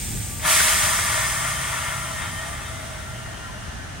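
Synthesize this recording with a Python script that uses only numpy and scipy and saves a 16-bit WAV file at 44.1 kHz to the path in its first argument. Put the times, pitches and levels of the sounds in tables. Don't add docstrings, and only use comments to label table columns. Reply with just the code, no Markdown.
import sys
import numpy as np
from scipy import signal
from scipy.fft import rfft, irfft, next_fast_len
from scipy.io import wavfile
from scipy.ndimage import map_coordinates

SR = 44100
rng = np.random.default_rng(int(sys.argv[2]) if len(sys.argv) > 2 else 0)


def wrap_up_sound(samples):
    columns = np.atleast_2d(samples).T
    tamed = np.clip(columns, -1, 1)
    steps = np.round(tamed * 32767).astype(np.int16)
    wavfile.write(sys.argv[1], SR, steps)


N = 176400
TIME = np.arange(N) / SR


def amp(db):
    return 10 ** (np.asarray(db) / 20)


def along(points, hz):
    f, values = np.transpose(points)
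    return np.interp(np.log(hz + 1), np.log(f + 1), values)


def colour(points):
    return lambda f: amp(along(points, f))


def peak(f, hz, width):
    return 1 / (1 + ((f - hz) / (.78 * width)) ** 2)


def wobble(rate):
    return map_coordinates(rng.standard_normal(int(N * rate / SR) + 4), [TIME * rate])


def filtered(x, response):
    size = next_fast_len(N + SR // 2)
    return irfft(rfft(x, size) * response(np.fft.rfftfreq(size, 1 / SR)), size)[..., :N]


def rush(gain, correlation):
    def mid_side_gain(f):
        spread = np.arccos(np.clip(along(correlation, f), -1, 1)) / 2
        return gain(f) * np.array([np.cos(spread), np.sin(spread)])
    mid, side = filtered(rng.standard_normal((2, N)), mid_side_gain)
    noise = np.array([mid + side, mid - side])
    return noise / np.sqrt(np.mean(noise ** 2) + 1e-20)


def tone(hz, waver_hz=1, flutter_db=2.2, rate=5.99):
    phase = 2 * np.pi * np.cumsum(hz + waver_hz * wobble(rate)) / SR
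    return amp(flutter_db * wobble(rate)) * np.sqrt(2) * np.sin(phase)


def drain(start_s, attack_s, fall_db_per_s, steepen_db_per_s2=0):
    age = TIME - start_s
    opening = (1 + np.tanh(age / attack_s / 2)) / 2
    open_s = np.maximum(age, 0)
    return opening * amp(-fall_db_per_s * open_s - steepen_db_per_s2 * open_s ** 2)


# f/Hz, relative level/dB
RUMBLE_EQ = [(20, -32), (44, 1), (80, 2.5), (125, -1.5), (165, -6.5), (210, -8.5), (300, -15.5), (400, -20),
             (520, -26.5), (900, -79)]
# t/s, level/dB
RUMBLE_RIDE = [(0, -33.5), (.17, -29), (.27, -34), (.75, -34), (1.7, -37), (2.3, -36.5), (3.102, -37.5),
               (4, -36.5)]
# f/Hz, left-right correlation
RUMBLE_IMAGE = [(40, .6), (150, .7), (400, .6)]

def rumble():
    level_db = np.interp(TIME, *np.transpose(RUMBLE_RIDE)) + .7 * wobble(15)
    return amp(level_db) * rush(colour(RUMBLE_EQ), RUMBLE_IMAGE)


# f/Hz, relative level/dB
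BLOWER_EQ = [(250, 0.5), (450, -2), (850, 4), (1100, -6), (1600, -2), (2500, -4.5), (6000, -14),
             (12200, -31)]
# f/Hz, left-right correlation
DIFFUSE_IMAGE = [(400, 0), (1500, 0), (3500, 0.12), (6000, 0)]

def blowers():
    return amp(-42.5) * rush(colour(BLOWER_EQ), DIFFUSE_IMAGE)


# f/Hz, level/dB
HUM_TONES = [(77, -53), (160, -51)]

def equipment_hum():
    return sum(amp(db) * tone(hz) for hz, db in HUM_TONES)


# t/s, f/Hz, level/dB
MOTOR_RIDE = [(0, 101, -55), (.95, 102, -44), (1.25, 117, -45), (1.5, 127.4, -43), (1.9, 129.1, -43.5),
              (2.9, 125.7, -48.5), (3.3, 119.7, -43.5), (3.55, 101.1, -50), (4, 97, -52)]

def motor():
    times, hz, db = np.transpose(MOTOR_RIDE)
    return amp(np.interp(TIME, times, db)) * tone(np.interp(TIME, times, hz))


# f/Hz, relative level/dB
EARLIER_HISS_EQ = [(500, -30), (1500, -4.5), (2300, 0.5), (4000, -3.5), (6500, 0.5), (8700, 6.5),
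                   (10500, -4.5), (12200, -4.5)]
# f/Hz, left-right correlation
AIR_IMAGE = [(500, .88), (2200, .85), (4400, .68), (5300, .2), (6800, .35), (8200, .85), (11000, .85),
             (15000, .8)]

def earlier_hiss(fall_db_per_s=9.5):
    return amp(-31.5 - fall_db_per_s * TIME) * rush(colour(EARLIER_HISS_EQ), AIR_IMAGE)


# t/s, level/dB
SPIT_CUES = [(.395, -34), (0.603, -16), (.99, -21), (3.26, -35)]

def spits(t60_s=.054):
    envelope = sum((TIME >= s) * amp(db - 60 * np.abs(TIME - s) / t60_s) for s, db in SPIT_CUES)
    return envelope * rush(lambda f: peak(f, hz=1640, width=580), AIR_IMAGE)


VALVE_OPEN_S = .44
JET_START_S, JET_ATTACK_S = VALVE_OPEN_S + .023, .016
# f/Hz, width/Hz, relative level/dB
HOLLOW_MODES = [(626, 24, -1), (666, 22, -5), (840, 34, -6), (915, 22, -4), (981, 30, -1.5), (1178, 50, 3),
                (1228, 25, -2), (1328, 24, 2), (1386, 36, 2.5), (1481, 28, 1), (1550, 18, -4),
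                (1660, 30, -2), (1718, 24, -1), (1772, 36, 0), (1826, 44, 3), (1862, 22, 1),
                (1919, 26, 1.5), (2054, 28, 3), (2158, 56, .5), (2257, 20, -2), (2347, 24, -6),
                (2650, 22, -4), (2835, 50, -8), (3098, 32, -4), (3250, 26, -7), (3465, 26, -9)]
# f/Hz, relative level/dB
ROAR_EQ = [(250, -27), (540, -20), (620, -10.5), (880, -11.5), (1120, -4), (1290, -47), (1420, -11),
           (2000, -42), (2450, -6.5), (2620, -13.5), (3300, -10), (4300, -22.5), (8000, -39)]

def roar(attack_s=.009):
    def hollow(f):
        mode_power = sum((amp(db) * peak(f, hz, width)) ** 2 for hz, width, db in HOLLOW_MODES)
        return np.sqrt(colour(ROAR_EQ)(f) ** 2 + mode_power)
    body = amp(-22.5) * drain(VALVE_OPEN_S, attack_s, fall_db_per_s=4, steepen_db_per_s2=1.98)
    linger = amp(-31) * drain(VALVE_OPEN_S, attack_s, fall_db_per_s=7)
    return amp(1.4 * wobble(14.1)) * np.hypot(body, linger) * rush(hollow, AIR_IMAGE)


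# f/Hz, relative level/dB
FAR_EQ = [(450, -15.5), (640, 3), (900, -6), (1120, 0), (1450, 3), (1900, -2.5), (2300, -10.5),
          (3100, -5.5), (4600, -13.5), (6100, -6.5), (7300, -12), (9300, -13), (11500, -20.5), (13000, -36)]

def far_release():
    flow = drain(VALVE_OPEN_S, JET_ATTACK_S, fall_db_per_s=.5)
    return amp(-40 + .61 * wobble(5.96)) * flow * rush(colour(FAR_EQ), DIFFUSE_IMAGE)


# f/Hz, relative level/dB
HISS_EQ = [(500, -40), (2000, 3.5), (2800, -4), (3400, -3.5), (4800, -1), (6200, 2.5), (7100, 0),
           (8800, 4.5), (10800, 2), (12200, -10)]

def hiss():
    flow = drain(JET_START_S, JET_ATTACK_S, fall_db_per_s=8, steepen_db_per_s2=.47)
    return amp(-21.5 + .41 * wobble(14)) * flow * rush(colour(HISS_EQ), AIR_IMAGE)


def whistle():
    flow = drain(JET_START_S, JET_ATTACK_S, fall_db_per_s=32)
    return amp(-26) * flow * rush(lambda f: peak(f, hz=10990, width=110), AIR_IMAGE)


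# f/Hz, relative level/dB
SPURT_EQ = [(200, -9), (520, -13), (900, -33), (1750, 6), (2600, 6), (5000, 2), (8000, 2), (10700, 2),
            (12200, -5.5)]

def spurt():
    flow = drain(VALVE_OPEN_S + .036, attack_s=.023, fall_db_per_s=24)
    return amp(-18 + .37 * wobble(28.4)) * flow * rush(colour(SPURT_EQ), AIR_IMAGE)


# f/Hz, level/dB, crest t/s, length/s
PIPE_NOTES = [(632, -52, 3, 1.6), (668, -50, 2.5, 1.4), (838, -51, 2, 1.4), (1005, -49, 2, .6),
              (1010, -54, 3.55, .5), (1178, -40, 1, .8), (1200, -46.5, 2.2, .7), (1326, -46, 2, .9),
              (1388, -43, 1.9, .6), (1386, -49, 3.2, 1.1), (1545, -53, 3.4, 1), (1727, -52, 3.75, .5),
              (1812, -37.5, 1.1, .6), (1848, -42, 2.3, .6), (1863, -51.5, 3.4, 1.2), (2054, -51, 2.4, 1),
              (2842, -48.5, 1.9, .4), (2842, -53.5, 3.4, .9), (3101, -46, 1.55, .35),
              (3101, -47.5, 2.32, .55), (3101, -55, 3.4, .5), (3385, -55, 2.5, .6), (3693, -55.5, 2.45, .7),
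              (4118, -66, 3.6, .8), (5484, -61, 2.8, .45)]

def singing_pipes():
    notes = np.zeros(N)
    for hz, db, crest_s, length_s in PIPE_NOTES:
        swell = np.exp(-2 * ((TIME - crest_s) / length_s) ** 2)
        notes += amp(db) * swell * tone(hz, waver_hz=11, flutter_db=3.8, rate=30)
    return notes


# f/Hz, left minus right level/dB
AIR_PAN = [(300, -4), (700, 6.5), (1300, 3.5), (2400, 3.5), (4400, -1.7), (8000, -1.5), (15000, 1)]
# f/Hz, left lead/rad
AIR_LEAD = [(200, 0), (700, -1.15), (1500, -1.1), (2800, -.1), (4900, 0), (6000, -3.4), (7200, -6.1),
            (8800, -6.2), (9600, -7.9), (10500, -9.3), (12200, -12.6), (14000, -15.7), (15400, -18.8)]

def platform(air, echo_db=-3.5, t60_s=.081, highpass_hz=3400):
    t = TIME[:SR // 4]
    tail = rng.standard_normal(len(t)) * amp(-60 * t / t60_s)
    echo = signal.fftconvolve(air, tail[None] / np.linalg.norm(tail), axes=1)[:, :N]
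    bright_echo = filtered(echo, lambda f: 1 - 1 / (1 + (f / highpass_hz) ** 4))
    sides = np.array([[.5], [-.5]])
    slant = lambda f: amp(sides * along(AIR_PAN, f)) * np.exp(1j * sides * along(AIR_LEAD, f))
    return filtered(air + amp(echo_db) * bright_echo, slant)


def scene():
    machinery = rumble() + blowers() + equipment_hum() + motor()
    near_air = earlier_hiss() + spits() + roar() + hiss() + whistle() + spurt() + singing_pipes()
    return machinery + platform(near_air) + far_release()


def record(dry, top_hz=16000):
    return filtered(dry, lambda f: f < top_hz)


dry = scene()
out = record(dry)
wrap_up_sound(out)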